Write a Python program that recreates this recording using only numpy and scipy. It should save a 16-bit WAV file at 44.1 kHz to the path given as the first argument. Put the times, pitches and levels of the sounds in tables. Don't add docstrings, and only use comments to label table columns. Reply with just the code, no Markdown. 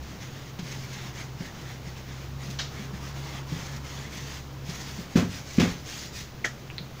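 import sys
import numpy as np
from scipy import signal
from scipy.fft import rfft, irfft
from scipy.io import wavfile
from scipy.ndimage import uniform_filter1d

SR = 44100
rng = np.random.default_rng(int(sys.argv[2]) if len(sys.argv) > 2 else 0)


def persist_wave(psi):
    counts = np.round(np.clip(psi, -1, 1) * 32767).astype(np.int16)
    wavfile.write(sys.argv[1], SR, np.atleast_2d(counts).T)


N = 308700

# (time [s], level [dB], gap between rebounds [s], delay of the slap on the plastic [s],
# slap level [dB], spectral hump of the settling plastic [Hz], its fall time constant [s])
HEAVY_THUMPS = [(5.155, -7, .0675, .001, -33.5, 1500, .042), (5.581, -7.5, .045, .0165, -22.5, 2100, .055)]


def rubbing():
    # (frequency [Hz], level [dB])
    felt_spectrum = [(50, -33), (160, 14), (300, 3.5), (600, -2.5), (1000, -2.5), (1400, -2.5), (2050, 4),
                     (2600, -4), (3500, -1), (6000, -27), (9000, -23), (16000, -51)]
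    swish_spectrum = [(60, -14), (170, 5), (330, 5), (580, -7.5), (800, 1.5), (1050, 2.5), (1400, -2.5),
                      (2500, -33), (8000, -42), (16000, -50)]
    # (frequency [Hz], level [dB])
    fizz_and_hiss = [(500, -24), (2000, -1.5), (3500, -3), (5000, 0), (6600, 0), (7300, -7), (8200, -16),
                     (10500, -18.5), (14000, -22), (14900, -7), (16000, -37)]
    # (time [s], swish level [dB])
    palm_weight = [(0, -55), (.8, -59), (1.3, -54.5), (2.3, -57), (2.7, -50.5), (3.3, -47.5), (4.4, -56),
                   (4.8, -52.5), (6.4, -73), (7, -66)]
    friction_gain, fizz_gain = strokes()
    swish_db, = curves(palm_weight)
    grip = drift(rate_hz=9.2)
    felt = colour(slips(N, per_s=5000, spread_db=3), felt_spectrum)
    felt = shifting(felt, depth_db=2.5, width_hz=220, hold_s=.066)
    fizz = colour(slips(N, per_s=7000, spread_db=-1), fizz_and_hiss)
    fizz = shifting(fizz, depth_db=2, width_hz=300, hold_s=.07)
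    swish = colour(rng.standard_normal(N), swish_spectrum)
    swish = shifting(swish, depth_db=2.5, width_hz=130, hold_s=.083)
    beads = near_echoes(colour(slips(N, per_s=70, spread_db=7.5), fizz_and_hiss))
    return (felt * friction_gain * amp(.3 + 1.6 * grip)
            + swish * amp(swish_db + .8 * grip)
            + fizz_gain * (fizz * amp(.4 + .85 * grip) + amp(-10) * beads))


def strokes():
    # (start [s], length [s], friction level [dB], fizz level [dB])
    palm_strokes = [(0, .16, -50, -53.5), (.18, .057, -42.5, -45.5), (.285, .2, -49.5, -53),
                    (.595, .255, -46, -46.5), (.87, .2, -44.5, -47), (1.115, .098, -44, -46),
                    (1.35, .12, -45.5, -48.5), (1.51, .25, -48.5, -52.5), (1.82, .057, -46, -47.5),
                    (1.92, .063, -46, -49.5), (2.04, .2, -48, -53), (2.375, .17, -47, -47),
                    (2.68, .17, -47, -50), (2.91, .044, -43, -46.5), (2.985, .095, -44.5, -45.5),
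                    (3.115, .27, -45.5, -48), (3.45, .3, -45, -46.5), (3.81, .24, -44.5, -47),
                    (4.075, .31, -46.5, -45.5), (4.63, .2, -43.5, -43.5), (4.82, .2, -48, -45.5),
                    (5.07, .08, -49, -47), (5.265, .125, -44.5, -42), (5.43, .13, -47.5, -43),
                    (5.655, .055, -44, -41), (5.74, .05, -55, -49), (5.825, .22, -46.5, -40.5),
                    (6.105, .085, -45.5, -38.5), (6.54, .05, -53, -56), (6.945, .096, -47, -52)]
    rise_s, sag_db, fall_s = .04, -1.2, .048
    friction_power, fizz_power, t = np.zeros(N), np.zeros(N), np.arange(SR) / SR
    for s, length_s, friction_db, fizz_db in palm_strokes:
        rise = 1 - np.exp(-(t / rise_s) ** 2)
        fall = np.exp(-np.maximum(t - length_s, 0) / fall_s)
        shape = rise * amp(sag_db * np.minimum(t / length_s, 1)) * fall
        add(friction_power, s, (amp(friction_db) * shape) ** 2)
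        add(fizz_power, s, (amp(fizz_db) * shape) ** 2)
    return np.sqrt(friction_power), np.sqrt(fizz_power)


def shifting(x, depth_db, width_hz, hold_s):
    hz, when, z = signal.stft(x, SR, nperseg=1024, noverlap=768)
    patches = uniform_filter1d(rng.standard_normal(z.shape), max(1, round(width_hz / hz[1])), axis=0)
    patches = unit(uniform_filter1d(patches, max(1, round(hold_s / when[1])), axis=1))
    return unit(signal.istft(z * amp(depth_db * patches), SR, nperseg=1024, noverlap=768)[1][:N])


def blows():
    # (time [s], level [dB], pitch [Hz], swell [s])
    pats = [(.589, -25, 163, .006), (.622, -32, 154, .017), (1.402, -26.5, 160, .008),
            (1.86, -32, 160, .013), (2.48, -34.5, 198, .012), (2.79, -33, 205, .013),
            (2.924, -33, 190, .013), (3.515, -25.5, 155, .016), (4.686, -30, 160, .008),
            (4.986, -26, 195, .005), (6.8, -36.5, 168, .009)]
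    rebound_db_per_s, pitch_ratio = -172, .54
    out = np.zeros(N)
    for s, db, hz, swell_s in pats:
        add(out, s, amp(db) * thud(hz, swell_s, ring_db=-11))
    for s, db, gap_s, *_ in HEAVY_THUMPS:
        add(out, s, amp(db) * thud(hz=212, swell_s=.005, ring_db=-8.5))
        for k in (1, 2, 3):
            rebound = thud(hz=235 * pitch_ratio ** (k - 1), swell_s=.0065, ring_db=-7)
            add(out, s + k * gap_s, amp(db + rebound_db_per_s * k * gap_s) * rebound)
    return out


def thud(hz, swell_s, ring_db):
    # (frequency [Hz], level [dB], time to fall 60 dB [s])
    table_modes = [(76.7, -9, 0.37), (103.8, -8, 0.28), (143, -5, 0.28), (177.4, 2, 0.22), (239, -3, 0.2),
                   (265.5, -9, 0.25), (319, -11.5, 0.4), (364.2, -1.5, 0.2), (396, -9, 0.33),
                   (449, -8.5, 0.27), (512, -7, .25), (716.6, -6, 0.16)]
    t = np.arange(SR // 2) / SR
    spread = 1 - np.exp(-(t / .014) ** 2)
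    ring = sum(amp(db - 60 * t / t60) * np.sin(2 * np.pi * f * t) / np.hypot(1, (f / (1.8 * hz)) ** 2)
               for f, db, t60 in table_modes)
    knock = amp(-12) * wavelet(t, 1.83 * hz, .55 * swell_s)
    return wavelet(t, hz, swell_s) + knock + amp(ring_db) * spread * ring


def bubble_wrap():
    # (time [s], level [dB], rise [s], fall time constant [s], spectral hump [Hz], hump height [dB])
    squelches = [(.587, -39, .003, .015, 3500, 6), (.717, -46, .015, .013, 2310, 22),
                 (2.5875, -31, .0015, .04, 4400, 20), (2.589, -36.5, .0036, .033, 1650, 11),
                 (4.695, -37, .003, .008, 6200, 11), (4.807, -40.5, .004, .014, 5530, 12),
                 (6.446, -34, .004, .019, 6200, 9)]
    out = np.zeros(N)
    for s, *squelch in squelches:
        add(out, s, crinkle(*squelch))
    for s, _, _, delay_s, slap_db, settle_hz, settle_s in HEAVY_THUMPS:
        touch = crinkle(db=-33, rise_s=.0056, fall_s=.016, hump_hz=2100, hump_db=9)
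        slap = crinkle(db=slap_db, rise_s=.0011, fall_s=.011, hump_hz=2800, hump_db=6)
        settling = crinkle(db=-28, rise_s=.0065, fall_s=settle_s, hump_hz=settle_hz, hump_db=4)
        add(out, s, touch)
        add(out, s + delay_s, slap)
        add(out, s + delay_s + .006, settling)
    return out


def crinkle(db, rise_s, fall_s, hump_hz, hump_db):
    # (frequency [Hz], level [dB])
    crinkle_and_hiss = [(80, -46), (400, 6.5), (800, 1.5), (2000, -1), (3000, -1.5), (4300, -5),
                        (6600, -5.5), (8300, -19), (14000, -28), (15000, -10), (16000, -72)]
    t = np.arange(SR // 3) / SR
    shape = (1 - np.exp(-t / rise_s)) * np.exp(-t / fall_s)
    clicks = colour(slips(len(t), per_s=6000, spread_db=-1), crinkle_and_hiss, hump_hz, hump_db)
    return amp(db) * shape / shape.max() * clicks


def air_pockets():
    # (time [s], level [dB])
    clicks = [(6.4465, -22.5), (6.455, -24)]
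    # (frequency [Hz], level [dB], swell [s])
    click_rings = [(467, -3, .0009), (1500, 0, .0014), (3170, -6, .0009), (6300, -2, .00044)]
    # (time [s], level [dB], pitch [Hz])
    small_pops = [(6.7011, -28, 2550), (6.7819, -20.5, 4050)]
    pop_swell_s = .00055
    out, t = np.zeros(N), np.arange(SR // 20) / SR
    click = sum(amp(db) * wavelet(t, hz, swell_s) for hz, db, swell_s in click_rings)
    add(out, 6.4418, amp(-19.5) * plop())
    for s, db in clicks:
        add(out, s, amp(db) * click)
    for s, db, hz in small_pops:
        low_ring = amp(-8) * wavelet(t, .52 * hz, pop_swell_s)
        add(out, s, amp(db) * (wavelet(t, hz, pop_swell_s) + low_ring))
    return out


def plop(start_hz=2650, end_hz=1600, glide_s=.005, swell_s=.0046):
    t = np.arange(SR // 15) / SR
    hz = end_hz + (start_hz - end_hz) * np.exp(-t / glide_s)
    return swell(t / swell_s) * np.sin(2 * np.pi * np.cumsum(hz) / SR)


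def hum():
    # (time [s], pitch [Hz])
    hum_pitch = [(.6, 66), (1.3, 64.7), (2, 65), (2.6, 68.2), (5, 67.8), (7, 66.2)]
    # (time [s], low tone level [dB], octave level [dB])
    bump_and_hum = [(0, -35, -63), (.2, -58, -44), (1, -50, -41), (1.4, -51, -46.5), (1.9, -45, -46),
                    (2.3, -45, -41), (3.6, -43, -41), (4.5, -44.5, -44), (5.4, -50, -48.5), (7, -51, -50)]
    hz, = curves(hum_pitch)
    low_db, octave_db = curves(bump_and_hum)
    phase = 2 * np.pi * np.cumsum(hz * (1 + .0053 * drift(rate_hz=4.8))) / SR
    low = amp(low_db - .5 + 1.9 * drift(rate_hz=5.1)) * np.sin(phase)
    octave = amp(octave_db + 2.1 * drift(rate_hz=5.1)) * np.sin(2 * phase)
    return np.sqrt(2) * (low + octave)


def near_echoes(x):
    t = np.arange(SR // 15) / SR
    taps = impulses(len(t), density=.04) * t * np.exp(-t / .0053)
    return signal.fftconvolve(x, taps / np.linalg.norm(taps))[:N]


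def room(x, build_s):
    # (frequency [Hz], time to fall 60 dB [s])
    decay_times = [(80, 0.44), (250, 0.13), (600, 0.31), (2000, 0.18), (6000, 0.25), (14000, 0.23)]
    t = np.arange(SR // 2) / SR
    taps = impulses(len(t), density=.15) * (1 - np.exp(-(t / build_s) ** 2))
    hz, when, z = signal.stft(taps, SR, nperseg=256)
    decay = amp(-60 * when / at_hz(decay_times, hz)[:, None])
    tail = signal.istft(z * decay, SR, nperseg=256)[1]
    return signal.fftconvolve(x, tail / np.linalg.norm(tail))[:N]


def room_air():
    # (frequency [Hz], level [dB])
    air_and_hiss = [(20, -4), (42, -12), (70, -5.5), (110, 3), (200, -4), (330, -8), (620, -13),
                    (1100, -16.5), (2500, -21), (6600, -25), (8200, -39), (13800, -39), (14800, -25.5),
                    (16000, -35)]
    return amp(-43.5) * colour(rng.standard_normal(N), air_and_hiss)


def amp(db):
    return 10 ** (np.asarray(db) / 20)


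def unit(x):
    return x / np.sqrt(np.mean(x ** 2) + 1e-20)


def at_hz(points, hz):
    f, value = np.transpose(points)
    return np.interp(np.log(hz + 1), np.log(f + 1), value)


def curves(rows):
    s, *columns = np.transpose(rows)
    return [np.interp(np.arange(N) / SR, s, c) for c in columns]


def add(mix, s, sound):
    part = mix[max(round(s * SR), 0):][:len(sound)]
    part += sound[:len(part)]


def colour(x, points, hump_hz=SR, hump_db=0):
    hz = np.fft.rfftfreq(len(x), 1 / SR)
    hump = np.exp(-(np.log2((hz + 1) / hump_hz) / 1.06) ** 2)
    return unit(irfft(rfft(x) * amp(at_hz(points, hz) + hump_db * hump), len(x)))


def drift(rate_hz):
    hz = np.fft.rfftfreq(N, 1 / SR)
    return unit(irfft(rfft(rng.standard_normal(N)) / (1 + (hz / rate_hz) ** 4), N))


def impulses(size, density):
    return rng.choice([-1., 1.], size) * (rng.random(size) < density)


def slips(size, per_s, spread_db):
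    strength = amp(spread_db * np.minimum(rng.exponential(1, size), 4))
    return unit(strength * impulses(size, per_s / SR))


def swell(u):
    return (u * np.exp(1 - u)) ** 2


def wavelet(t, hz, swell_s):
    return swell(t / swell_s) * np.sin(2 * np.pi * hz * t)


def scene():
    air = room_air()
    thuds, plastic, pops = blows(), bubble_wrap(), air_pockets()
    close = thuds + plastic + pops + amp(-4.5) * near_echoes(pops)
    far = room(amp(-10) * (thuds + plastic) + amp(-6.5) * pops, build_s=.011)
    return (air + hum() + rubbing() + close + far)[None]


def record(dry):
    edge_hz = 15700
    lowpass = signal.firwin(511, edge_hz, window=("kaiser", 9), fs=SR)
    return signal.oaconvolve(dry, lowpass[None], "same")


dry = scene()
out = record(dry)
persist_wave(out)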